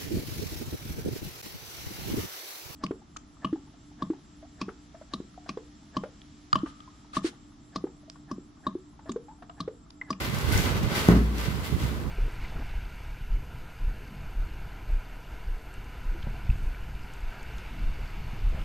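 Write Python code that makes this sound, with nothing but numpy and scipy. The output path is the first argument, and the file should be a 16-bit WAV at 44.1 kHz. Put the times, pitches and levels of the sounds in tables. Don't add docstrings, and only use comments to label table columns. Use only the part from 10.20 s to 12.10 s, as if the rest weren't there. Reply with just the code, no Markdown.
import sys
import numpy as np
from scipy import signal
from scipy.fft import rfft, irfft
from scipy.io import wavfile

SR = 44100
rng = np.random.default_rng(int(sys.argv[2]) if len(sys.argv) > 2 else 0)


def int16_out(signal):
    q = np.round(np.clip(np.atleast_2d(signal).T, -1, 1) * 32767)
    wavfile.write(sys.argv[1], SR, q.astype(np.int16))


N = 83790
t = np.arange(N) / SR
FILM_T60_S, FILM_BUILD_S, IMPACT_BUILD_S = 0.44, 0.0021, 0.0066


def undb(db):
    return 10 ** (np.asarray(db) / 20)


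def unit(x):
    return x / np.sqrt(np.mean(x ** 2))


def pan(db):
    return undb(np.array([[db], [-db]]) / 2)


def decay(age, t60):
    return np.exp(-np.log(1000) * age / t60)


def convolve(x, response):
    return signal.fftconvolve(np.atleast_2d(x), np.atleast_2d(response), axes=-1)[:, :N]


def colour(x, points, size=8192):
    hz, db = np.array(points).T
    bins_hz = np.maximum(np.fft.rfftfreq(size, 1 / SR), 1)
    cepstrum = irfft(np.log(undb(np.interp(np.log(bins_hz), np.log(hz), db))))
    cepstrum[1:size // 2] *= 2
    cepstrum[size // 2 + 1:] = 0
    return convolve(x, irfft(np.exp(rfft(cepstrum))))


def cut(x, hz, kind, order=2):
    return signal.sosfilt(signal.butter(order, hz, kind, fs=SR, output="sos"), x)


def zero_phase(x, hz, kind):
    forwards = cut(x, hz, kind, order=4)
    return cut(forwards[:, ::-1], hz, kind, order=4)[:, ::-1]


def delayed(x, seconds):
    return np.interp(t - seconds, t, x, left=0)


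def from_left(x, lag_s=0.00028):
    return np.array([x, delayed(x, lag_s)])


def diffuse(count, spacing_m=0.13):
    coherence = 0.9 * np.sinc(2 * np.fft.rfftfreq(count, 1 / SR) * spacing_m / 343)
    spectra = rfft(rng.standard_normal((2, count)))
    mid, side = irfft(spectra * np.sqrt([1 + coherence, 1 - coherence]), count)
    return np.array([mid + side, mid - side]) / np.sqrt(2)


def room(x, t60, build_s):
    age = t[:N // 2]
    tail = diffuse(len(age)) * decay(age, t60) * (1 - np.exp(-(age / build_s) ** 2))
    return convolve(x, tail / np.sqrt(np.sum(tail ** 2) / 2))


# frequency_hz, gain_db
AIR_SPECTRUM = [(20,-41),(50,-5),(100,-1.5),(200,4),(400,0),(650,-10),(1100,-5),(2500,-22),(12000,-38)]
def room_air(level_db=-40.5):
    return undb(level_db) * unit(colour(diffuse(N), AIR_SPECTRUM))


# start_s, rise_s, hold_s, fade_db_per_s, level_db, treble_offset_db, low_offset_db
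FILM_TUGS = [(-.06,0.04,0.056,76,-35.5,0.5,-1),(.12,0.019,.04,43,-41.5,1.5,1.5),(0.237,0.051,0.037,55,-39,1,0),(0.307,0.023,0.053,67,-33,3,-3.5),(0.416,0.045,0.034,76,-38.5,-10,3.5),(0.618,0.014,.04,62,-42,-2.5,1),(0.668,0.043,0.06,60,-39,-1,1),(0.736,.025,0.032,50.5,-35,1.5,-1),(0.867,0.031,0.022,147,-45.5,-9,12),(1.117,0.082,0.037,60,-39.5,1,-0.5),(1.31,0.044,0.054,53,-48.5,2,1.5),(1.427,.018,0.014,52,-40.5,3,-10.5),(1.563,.03,0.064,46,-44,2,-0.5)]
def tug_envelopes(rest_db=-62.5):
    power = undb(rest_db) ** 2
    for start, rise, hold, fade, db, treble_db, low_db in FILM_TUGS:
        swell = np.clip((t - start) / rise, 0, 1)
        tug = swell * undb(db - fade * np.maximum(t - start - rise - hold, 0))
        power = power + (tug * undb([[low_db], [0], [treble_db]])) ** 2
    return np.sqrt(power)


def jerks(rate_hz=35, depth_db=1.1):
    knots = rng.standard_normal(400)
    return undb(depth_db * np.interp(t * rate_hz, np.arange(len(knots)), knots))


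# frequency_hz, gain_db
FILM_SPECTRUM = [(250,2.5),(450,7),(700,-1),(1100,3),(1800,-0.5),(3000,-2),(4500,-5.5),(6500,-12),(7900,-12.5),(8600,-17.5),(11000,-14),(15500,-17)]
# pitch_hz, bandwidth_hz, gain_db
FILM_RESONANCES = [(1522,33,1.5),(2036,69,-1)]
def crinkle(creases_per_s=2600, spread_db=3.5, direct_db=-3.5, gain_db=5.5):
    sizes = undb(spread_db * np.minimum(rng.exponential(size=N), 3.6))
    clicks = (rng.random(N) < creases_per_s / SR) * sizes * rng.choice([-1, 1], N)
    right = np.bincount((np.arange(N) + rng.integers(0, 20, N)) % N, clicks, N)
    path = rng.integers(0, 3, N)
    echoes = sum(room(clicks * (path == k), FILM_T60_S, FILM_BUILD_S) for k in range(3))
    rustle = undb(direct_db) * pan(1) * np.array([clicks, right]) + echoes
    ringing = sum(undb(db) * signal.lfilter(*signal.iirpeak(hz, hz / width, SR), rustle)
                  for hz, width, db in FILM_RESONANCES)
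    rustle = unit(colour(rustle + ringing, FILM_SPECTRUM))
    lows, treble = zero_phase(rustle, 1500, "low"), zero_phase(rustle, 6550, "high")
    body = rustle - lows - treble
    low_gain, body_gain, treble_gain = tug_envelopes()
    return (lows * low_gain + body * body_gain + treble * treble_gain) * jerks() * undb(gain_db)


# time_s, level_db
GRIP_LEVELS = [(0,-36.5),(.2,-31),(.35,-25.5),(.45,-28.5),(.65,-27),(.72,-33.5),(1.1,-39),(1.38,-33),(1.45,-38),(1.54,-28.5),(1.68,-31.5),(1.9,-33)]
# frequency_hz, gain_db
RUMBLE_SPECTRUM = [(20,-41),(40,-9),(60,2),(110,-1.5),(170,-7.5),(290,-13),(450,-23.5),(700,-34.5),(2000,-57.5)]
# start_s, level_db, pitch_hz, left_minus_right_db
FINGER_BUMPS = [(.137,-30.5,166,-22),(0.244,-22.5,110,-15.5),(0.323,-26,65.4,-15),(.352,-16,93,13),(0.631,-23.5,173,-16),(.717,-23.5,166,-17),(1.281,-24,148,-20.5),(1.375,-30,125,0),(1.526,-24.5,125,-22),(1.543,-24,127,-17),(1.635,-20.5,124,-12.5)]
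def handling(rubs_per_s=260, left_db=-6.5, crosstalk_db=-16, rumble_gain_db=4, bump_s=0.0028):
    rubs = (rng.random((2, N)) < rubs_per_s / SR) * rng.uniform(0.38, 1, (2, N))
    rubs *= rng.choice([-1, 1], (2, N))
    left, right = unit(colour(rubs, RUMBLE_SPECTRUM))
    grip = undb(np.interp(t, *np.array(GRIP_LEVELS).T) + rumble_gain_db)
    out = np.array([undb(left_db) * left + undb(crosstalk_db) * right, right]) * grip
    for start, db, hz, pan_db in FINGER_BUMPS:
        age = np.maximum(t - start, 0)
        envelope = age / bump_s * np.exp(1 - age / bump_s)
        out += pan(pan_db) * undb(db) * envelope * np.sin(2 * np.pi * hz * age)
    return out


# start_s, level_db, highpass_hz
CREASE_SNAPS = [(0.042,-25,2000),(.066,-21,2000),(0.147,-16.5,1500),(0.1864,-12,5040),(0.323,-9,3000),(.377,-3.5,1500),(0.577,-19,3000),(0.633,-17,1500),(0.885,-7.5,6000),(1.183,-14,2020)]
# frequency_hz, gain_db
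SNAP_SPECTRUM = [(500,-27),(2000,-10.5),(6000,6.5),(8500,-4),(11000,0.5),(15500,-3.5)]
def snaps(decay_s=0.00087, gain_db=-13.5, room_db=-2.5):
    noise, out = rng.standard_normal((2, N)), 0
    for start, db, highpass_hz in CREASE_SNAPS:
        crack = noise * (t >= start) * np.exp(-np.abs(t - start) / decay_s)
        out = out + undb(db + gain_db) * cut(crack + 1e-18, highpass_hz, "high")
    out = colour(out, SNAP_SPECTRUM)
    return out * pan(1.5) + undb(room_db) * room(out, FILM_T60_S, FILM_BUILD_S)


# start_s, pitch_hz, level_db
TUG_PINGS = [(.316,2075,-32),(.333,1515,-28),(.362,2060,-31),(.385,1515,-31)]
def pings(t60_s=0.077):
    out = 0
    for start, hz, db in TUG_PINGS:
        age = np.maximum(t - start, 0)
        out = out + undb(db) * np.sin(2 * np.pi * hz * age) * decay(age, t60_s)
    return out


# time_s, level_db, pulse_width_s
FLOOR_CONTACTS = [(0.8833,-19.5,0.00143),(0.8886,-0.5,0.0012),(0.955,-18,0.00074),(0.9738,-15.5,0.0022),(0.9875,-31,0.00071)]
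def slap(squeeze_s=0.00079, squeeze_share=0.82, gain_db=1):
    out = np.zeros(N)
    for time, db, width in FLOOR_CONTACTS:
        contact = time - width
        compression = (t < contact) * np.exp(-np.abs(t - contact) / squeeze_s)
        rarefaction = np.exp(-((t - time) / width) ** 2)
        out += undb(db + gain_db) * (squeeze_share * compression - rarefaction)
    return cut(cut(out, 63.5, "high"), 1700, "low")


def flutter(pulse, round_trip_s=0.0168, cutoff_hz=497, gain_db=-4):
    filter_lag_s = 1 / (2 * np.pi * cutoff_hz)
    reflection = decay(round_trip_s, t60=0.44)
    out, echo = pulse, undb(gain_db) * pulse
    for _ in range(40):
        echo = reflection * cut(delayed(echo, round_trip_s - filter_lag_s), cutoff_hz, "low", order=1)
        out = out + echo
    return out


# pitch_hz, level_db, t60_s, build_s
STANDING_WAVES = [(58.14,-10.5,1,0.047),(175,-19,0.35,0.004),(206,-21,0.96,0.011),(245.4,-32,0.77,0.0074),(303,-46,0.31,0.0067),(416,-26,0.49,0.0044),(474,-55,0.22,.01)]
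# frequency_hz, gain_db
BOOM_SPECTRUM = [(40,-17),(100,-6.5),(190,3),(320,-0.5),(450,0),(620,-19),(1300,-13),(2500,-3)]
def boom(room_t60_s=0.59, room_db=-1.5):
    pulse, modes = slap(), 0
    hardest_s = max(FLOOR_CONTACTS, key=lambda row: row[1])[0]
    age = np.maximum(t - hardest_s, 0)
    for hz, db, t60, build in STANDING_WAVES:
        envelope = decay(age, t60) * (1 - np.exp(-(age / build) ** 2))
        modes = modes - undb(db) * envelope * np.cos(2 * np.pi * hz * age)
    reverberation = colour(room(pulse, room_t60_s, IMPACT_BUILD_S), BOOM_SPECTRUM)
    return from_left(flutter(pulse) + modes) + undb(room_db) * reverberation


# frequency_hz, gain_db
SMACK_SPECTRUM = [(200,2),(600,0.5),(1100,0),(1500,-3.5),(2000,-3),(4000,-37),(12000,-30)]
def cover_smack(start_s=0.8874, gain_db=12, room_db=2, room_t60_s=0.41):
    impulse = np.zeros(N)
    impulse[int(start_s * SR)] = undb(gain_db)
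    crack = colour(impulse, SMACK_SPECTRUM)[0]
    return from_left(crack) + undb(room_db) * room(crack, room_t60_s, IMPACT_BUILD_S)


def scene():
    return crinkle() + snaps() + pings() + boom() + cover_smack() + handling() + room_air()


def record(dry):
    lowpass = signal.ellip(10, 0.2, 80, 15600, fs=SR, output="sos")
    return signal.sosfilt(lowpass, cut(dry, 24, "high"))


dry = scene()
out = record(dry)
int16_out(out)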